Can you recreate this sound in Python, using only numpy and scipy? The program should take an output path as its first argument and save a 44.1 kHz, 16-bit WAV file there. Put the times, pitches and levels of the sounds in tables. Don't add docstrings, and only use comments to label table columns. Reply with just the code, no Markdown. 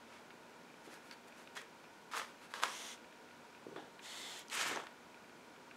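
import sys
import numpy as np
from scipy import signal
from scipy.fft import rfft, irfft
from scipy.io import wavfile

SR = 44100
rng = np.random.default_rng(int(sys.argv[2]) if len(sys.argv) > 2 else 0)


def to_wav(sig):
    pcm = np.clip(np.atleast_2d(sig), -1, 1) * 32767
    pcm = np.round(pcm).astype(np.int16)
    wavfile.write(sys.argv[1], SR, pcm.T)


N = 254016
TIME = np.arange(N) / SR

# frequency in Hz, relative level in dB.
AIR_EQ = [(15, -40), (25, -30), (129, -12), (164, -6.5), (209, -6.5), (233, -1.5), (260, -4), (433, -3.5),
          (762, -7), (945, -9.5), (1110, -10.5), (1450, -9.5), (1900, -13.5), (6730, -23.5), (15500, -37.5)]
TICK_EQ = [(300, -18), (1000, -7), (1500, 4.5), (1900, -1), (2430, 10), (2900, -1), (3900, -5), (5000, -19),
           (8000, -31)]
BRUSH_EQ = [(150, -11), (400, -3.5), (1500, 11), (3000, 4), (6000, -3), (11000, -7), (16000, -23)]
BODY_EQ = [(30, -48), (70, -41), (115, -2.5), (210, -2), (310, 9.5), (430, 10.5), (600, -5), (900, -17),
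           (2500, -65)]
STUFFING_EQ = [(100, -25), (400, 13.5), (780, 12.5), (1250, 0), (1650, 6.5), (2300, -15), (3500, 1.5),
               (4500, -13), (9000, -24), (16000, -47)]
NEEDLE_EQ = [(100, -32), (250, -18.5), (520, -4.5), (750, -10.5), (950, -4), (1300, -6), (1850, -5),
             (2400, -9), (3200, -7), (4500, -10), (6500, -13), (11500, -21), (16000, -37)]
SNAP_EQ = [(50, -52), (120, -50), (400, -6), (750, -0.5), (1000, 9.5), (1350, 11), (1900, -3.5),
           (3200, -1.5), (5000, -11.5), (8000, -13), (12500, -35), (16000, -60)]
YARN_EQ = [(100, -16.5), (300, -2.5), (1000, 2.5), (1300, -1.5), (2000, -0.5), (2600, -0.5), (4200, -3),
           (5000, -3.5), (8000, -7.5), (12500, -13.5), (16000, -25)]
RASP_EQ = [(50, -34), (120, -17), (400, -5), (750, -3), (1000, 0.5), (1500, 0), (2200, -0.5), (3400, -4.5),
           (4800, -9.5), (7500, -9), (10000, -18), (12500, -24), (16000, -37)]
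# pitch in Hz, width in Hz, level in dB.
WHIRR_BANDS = [(385, 17, -84.5), (944.5, 57, -67), (1453, 66, -70), (2370, 180, -74)]
# start in seconds, peak in dB.
CLEAR_TICKS = [(0.3054, -43.5), (1.112, -40), (1.324, -48.5), (1.4737, -44.5), (1.8407, -50.5),
               (2.9766, -46), (3.1253, -50), (3.309, -49), (3.5754, -54), (3.9923, -43.5), (5.144, -48.5),
               (5.295, -49.5), (5.5613, -50), (5.711, -44)]
# centre and half-length in seconds, level and treble shelf in dB.
BRUSH_STROKES = [(0.15, 0.083, -59.5, -17), (0.859, 0.026, -63.5, 6.5), (0.937, 0.055, -58, 2.5),
                 (1.07, 0.057, -65, 5), (1.129, 0.019, -55.5, -4), (1.283, 0.012, -68, 12),
                 (1.402, 0.073, -62, 2), (2.177, 0.038, -53, 9.5), (2.296, 0.034, -68, 3),
                 (2.439, .045, -59.5, 1), (2.518, 0.023, -60, 2)]
# start in seconds, levels of thud, rub and rustle in dB,
# fade of the rub in dB per second.
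FINGER_GRIPS = [(0.874, -48, -62, -58.5, 100), (3.666, -38, -58, -80, 78), (3.7166, -49, -60, -66, 93),
                (3.7616, -43, -65, -46.5, 150), (4.713, -37.5, -47.5, -63, 220),
                (4.76, -40.5, -70, -48.5, 150)]
# start in seconds, peak in
# dB, pitch in Hz, width in Hz.
NEEDLE_CLICKS = [(.941, -46, 5950, 4500), (1.1111, -42, 4580, 150), (1.124, -51, 4540, 46),
                 (1.5535, -49, 6000, 6000), (1.5683, -40, 5700, 1500), (1.57, -47.5, 3280, 28),
                 (1.573, -45.5, 1900, 12), (1.616, -47, 7500, 2500), (2.168, -37, 6400, 740),
                 (2.181, -38, 6800, 1200), (2.638, -30.5, 5500, 3500), (4.392, -41.5, 10000, 1800),
                 (4.483, -44.5, 5360, 1200), (4.499, -37, 3520, 820), (4.76, -37.5, 6130, 360),
                 (4.838, -53, 7400, 3000), (4.8684, -44, 3300, 330)]
# start and time until the loop gives in seconds,
# top level in dB, fade in dB per second, pitch of the stretched fabric in Hz.
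NEEDLE_PUSHES = [(1.553, 0.018, -46.5, 287, 1900), (2.114, 0.07, -41.5, 196, 1410),
                 (2.536, 0.0033, -47, 76, 1270), (2.619, 0.012, -41, 175, 1050)]
# start in seconds, peak in
# dB, treble shelf in dB, # the loop's judder against the crack in dB, judder pitch in Hz.
FIBRE_SNAPS = [(1.5675, -38, -5, -7, 1680), (1.575, -37, 5, -10, 1890), (1.615, -42, -7, -7, 1880),
               (2.1356, -30.5, -21, -2, 1330), (2.143, -33, -10, -2, 1260), (2.1495, -31, -10, -3, 1210),
               (2.169, -33.5, -10, 1, 1250), (2.1757, -27, 0, -7.5, 1430), (2.197, -31, -12, 5, 1510),
               (2.2167, -34.5, -14, 4, 1350), (2.539, -27, 4, -8.5, 1640), (2.601, -33.5, -1, -13, 1300),
               (2.6265, -30.5, 9, -9, 1210), (2.6356, -13.5, 5, -19, 1200), (2.6428, -33, -10, -14, 1190),
               (3.7615, -38.5, -3, 2, 1100), (4.612, -28, -3, -2, 1900), (4.674, -32.5, -8, 3, 950),
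               (4.7604, -30.5, -6, -2, 1100), (4.7725, -27, -21, 4, 950), (4.8, -38, -9, -1, 1100),
               (4.838, -40, -10, 1, 1100), (4.8692, -37.5, -7, 0, 2020)]
# start and length in seconds, mid-pull level in dB, glide in octaves per second.
YARN_PULLS = [(2.652, 0.32, -49, 0.41), (4.009, 0.434, -49, -0.26)]
# pitch in Hz, width in Hz, gain over the hiss in dB.
RUB_BANDS = [
    [(2100, 130, 6), (3460, 770, 8), (6260, 1200, 10.5), (8900, 580, 7.5)],
    [(2070, 180, 8), (3600, 470, 12), (4370, 160, 8.5), (5280, 170, 1), (7250, 1600, 7.5)],
]
# centre and half-length in seconds, level in dB, pitch in Hz.
YARN_SURGES = [(4.549, 0.016, -44, 8900), (4.619, .028, -41.5, 4500), (4.682, .018, -48.5, 11500)]

GRIP_ATTACK_S, RUSTLE_FADE_DB_PER_S = 0.0051, 160
PUSH_BUILD_DB, SAG_OCTAVES_PER_S = 10.5, 1.7
SMALL_SNAPS_PER_S, SMALL_SNAP_DB = 62, 5.5
JUDDER_DECAY_S, JUDDER_WIDTH_HZ = 0.0026, 800
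PULL_ATTACK_S, PULL_RELEASE_S = 0.041, 0.043
PULL_ARCH_DB, PULL_ARCH_OCTAVES = 4.5, 0.15
PULL_WAVER_OCTAVES = 0.014
TAUT_S, TAUT_ATTACK_S = 4.499, 0.027
EFFORT_PEAK_S, EFFORT_WIDTH_S, RASP_GAIN_DB = 4.624, 0.14, -39
RASP_TILT_DB_PER_S, RASP_BASS_DB, RASP_BASS_DB_PER_S = -45, -2, 13


def from_db(db):
    return 10 ** (np.asarray(db) / 20)


def rms_one(x):
    return x / np.sqrt(np.mean(x ** 2) + 1e-20)


def peak_one(x):
    return x / np.abs(x).max()


def add(out, s, sound):
    start = round(s * SR)
    out[start:start + len(sound)] += sound[:N - start]


def drift(per_s):
    points = rng.standard_normal(N // 8)
    return np.interp(TIME * per_s, np.arange(len(points)), points)


def swell(centre_s, half_length_s):
    return np.exp(-2 * ((TIME - centre_s) / half_length_s) ** 2)


def fading(s, attack_s, db_per_s):
    age = np.maximum(TIME - s, 0)
    return np.minimum(age / attack_s, 1) * from_db(-db_per_s * age)


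def response(eq, size=4096):
    hz, db = np.transpose(eq)
    bins = np.fft.rfftfreq(size, 1 / SR)
    gain = from_db(np.interp(np.log(bins + 1), np.log(hz), db))
    cepstrum = irfft(np.log(gain))
    cepstrum[1:size // 2] *= 2
    cepstrum[size // 2 + 1:] = 0
    return peak_one(irfft(np.exp(rfft(cepstrum))))


def colour(x, eq):
    return rms_one(signal.fftconvolve(x, response(eq))[:N])


def treble(x, gain_db, corner_hz):
    low = signal.sosfilt(signal.butter(1, corner_hz, fs=SR, output="sos"), x)
    return low + from_db(gain_db) * (x - low)


def resonance(x, hz, width_hz):
    r = np.exp(-np.pi * width_hz / SR)
    feedback = [1, -2 * r * np.cos(2 * np.pi * hz / SR), r * r]
    return signal.lfilter(np.array([1, 0, -1]) * (1 - r * r) / 2, feedback, x)


def gliding_resonance(x, hz, width_hz):
    turn = np.exp(2j * np.pi * np.cumsum(hz) / SR)
    r = np.exp(-np.pi * width_hz / SR)
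    return 2 * np.real(turn * signal.lfilter([1 - r], [1, -r], x / turn))


def fibres(per_s, spread_db, hiss_db):
    sizes = from_db(spread_db * np.minimum(rng.exponential(1, N), 3)) * rng.choice([-1, 1], N)
    slips = rms_one(sizes * (rng.random(N) < per_s / SR))
    return rms_one(slips + from_db(hiss_db) * rng.standard_normal(N))


def room_tone(hum_hz=240.5):
    air = from_db(-59.5) * colour(rng.standard_normal(N), AIR_EQ)
    whirr = sum(from_db(db) * rms_one(resonance(rng.standard_normal(N), hz, width_hz))
                for hz, width_hz, db in WHIRR_BANDS)
    hum = from_db(-73.5) * rms_one(np.sin(2 * np.pi * hum_hz * TIME + 0.57 * drift(8.8)))
    return air + whirr + hum


def room_reverb(x, t60_s=0.35, echo_s=0.0023):
    t = TIME[:SR // 2]
    tail = rng.standard_normal(len(t)) * from_db(-60 * t / t60_s) * (t > .004)
    tail = treble(tail / np.sqrt(np.sum(tail ** 2)), gain_db=-10, corner_hz=4000)
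    table = np.interp(TIME - echo_s, TIME, x)
    walls = signal.fftconvolve(x, tail)[:N]
    return x + from_db(-22.5) * table + from_db(-9.5) * walls


def ticks(faint_per_s=3, faint_db=-51, decay_s=0.0029):
    out, pulse, t = np.zeros(N), response(TICK_EQ), TIME[:SR // 50]
    faint = [(s, faint_db) for s in TIME[rng.random(N) < faint_per_s / SR]]
    for s, db in CLEAR_TICKS + faint:
        burst = rng.standard_normal(len(t)) * np.exp(-t / decay_s)
        add(out, s, from_db(db) * peak_one(signal.fftconvolve(burst, pulse)))
    return out


def finger_brushes():
    wool = colour(fibres(per_s=2700, spread_db=4.0, hiss_db=3.5), BRUSH_EQ)
    return sum(from_db(db) * swell(s, half_length) * treble(wool, treble_db, corner_hz=6000)
               for s, half_length, db, treble_db in BRUSH_STROKES)


def finger_bumps(settle_s=0.0183, settle_db=-4):
    out, thud = np.zeros(N), -response(BODY_EQ)
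    for s, db, *_ in FINGER_GRIPS:
        add(out, s, from_db(db) * thud)
        add(out, s + settle_s, from_db(db + settle_db) * thud)
    return out


def finger_rubs():
    rub = colour(fibres(per_s=770, spread_db=1.5, hiss_db=-9.0), BODY_EQ)
    rustle = colour(fibres(per_s=2700, spread_db=1.0, hiss_db=-4.0), STUFFING_EQ)
    out = np.zeros(N)
    for s, _, rub_db, rustle_db, rub_fade in FINGER_GRIPS:
        out += from_db(rub_db) * rub * fading(s, GRIP_ATTACK_S, rub_fade)
        out += from_db(rustle_db) * rustle * fading(s, GRIP_ATTACK_S, RUSTLE_FADE_DB_PER_S)
    return out


def needle_clicks(decay_s=0.0017):
    out, t = np.zeros(N), TIME[:SR // 10]
    for s, db, hz, width_hz in NEEDLE_CLICKS:
        burst = rng.standard_normal(len(t)) * np.exp(-t / decay_s)
        add(out, s, from_db(db) * peak_one(resonance(burst, hz, width_hz)))
    return out


def push_envelope(start, rise_s, db, fade_db_per_s):
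    age = TIME - start
    still_to_build_db = PUSH_BUILD_DB * np.clip(1 - age / rise_s, 0, 1)
    faded_db = fade_db_per_s * np.maximum(age - rise_s, 0)
    return (age >= 0) * from_db(db - still_to_build_db - faded_db)


def needle_scrape():
    grit = fibres(per_s=1500, spread_db=-1.0, hiss_db=2.5) * from_db(0.5 * drift(160))
    slips = colour(grit, NEEDLE_EQ)
    out = np.zeros(N)
    for start, rise_s, db, fade, hz in NEEDLE_PUSHES:
        slack_s = np.clip(TIME - start - rise_s, 0, .5)
        fabric = gliding_resonance(slips, hz * 2 ** (-SAG_OCTAVES_PER_S * slack_s), width_hz=1000)
        out += rms_one(slips + from_db(1.5) * fabric) * push_envelope(start, rise_s, db, fade)
    return out


def fibre_snaps():
    pulse, t = response(SNAP_EQ), TIME[:SR // 25]
    scrape_gain = sum(push_envelope(*push[:4]) for push in NEEDLE_PUSHES)
    crackle = (rng.random(N) < SMALL_SNAPS_PER_S / SR) * from_db(SMALL_SNAP_DB) * scrape_gain
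    out = signal.fftconvolve(crackle, pulse)[:N]
    for s, db, treble_db, judder_db, hz in FIBRE_SNAPS:
        crack = treble(pulse, treble_db, corner_hz=2200)[:len(t)]
        burst = rng.standard_normal(len(t)) * np.exp(-t / JUDDER_DECAY_S)
        judder = resonance(resonance(burst, hz, JUDDER_WIDTH_HZ), hz, JUDDER_WIDTH_HZ)
        snap = peak_one(crack) + from_db(judder_db) * peak_one(judder)
        add(out, s, from_db(db) * peak_one(snap))
    return out


def yarn_hiss():
    out = np.zeros(N)
    for (start, length, level_db, glide), bands in zip(YARN_PULLS, RUB_BANDS):
        age = np.clip(TIME - start, 0, length)
        slowness = (2 * age / length - 1) ** 2
        octaves = glide * (age - length / 2) - PULL_ARCH_OCTAVES * slowness
        pitch = 2 ** (octaves + PULL_WAVER_OCTAVES * drift(14))
        gate = np.minimum(np.minimum(age / PULL_ATTACK_S, (length - age) / PULL_RELEASE_S), 1)
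        hiss, rub = (colour(fibres(per_s=7000, spread_db=5.5, hiss_db=-3.5), YARN_EQ) for _ in range(2))
        for hz, width_hz, db in bands:
            hiss += from_db(db) * gliding_resonance(rub, hz * pitch, width_hz)
        out += rms_one(hiss) * gate * from_db(level_db - PULL_ARCH_DB * slowness)
    return out


def stitch_rasp():
    past_peak_s = np.clip(TIME - EFFORT_PEAK_S, -.5, .5)
    taut = np.clip((TIME - TAUT_S) / TAUT_ATTACK_S, 0, 1)
    effort = taut * np.exp(-(past_peak_s / EFFORT_WIDTH_S) ** 2)
    tilt_db = RASP_TILT_DB_PER_S * past_peak_s
    bass_db = RASP_BASS_DB + RASP_BASS_DB_PER_S * past_peak_s
    rasp = colour(fibres(per_s=4000, spread_db=1.0, hiss_db=-5) * from_db(drift(130)), RASP_EQ)
    bass = signal.sosfiltfilt(signal.butter(2, 1300, fs=SR, output="sos"), rasp)
    rasp = rasp - bass + from_db(bass_db) * bass
    tilted = treble(rasp, tilt_db, corner_hz=1860) * from_db(-tilt_db / 2)
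    out = from_db(RASP_GAIN_DB) * effort * tilted
    for s, half_length, db, hz in YARN_SURGES:
        slip = colour(fibres(per_s=6600, spread_db=-1.0, hiss_db=-9), YARN_EQ)
        out += from_db(db) * swell(s, half_length) * rms_one(resonance(slip, hz, width_hz=7000))
    return out


def scene():
    hands = needle_scrape() + yarn_hiss() + stitch_rasp() + finger_brushes()
    hands = hands + fibre_snaps() + needle_clicks() + finger_bumps() + finger_rubs()
    return (room_reverb(hands + ticks()) + room_tone())[None]


def record(dry):
    return signal.sosfilt(signal.ellip(12, .1, 80, 15700, fs=SR, output="sos"), dry)


dry = scene()
out = record(dry)
to_wav(out)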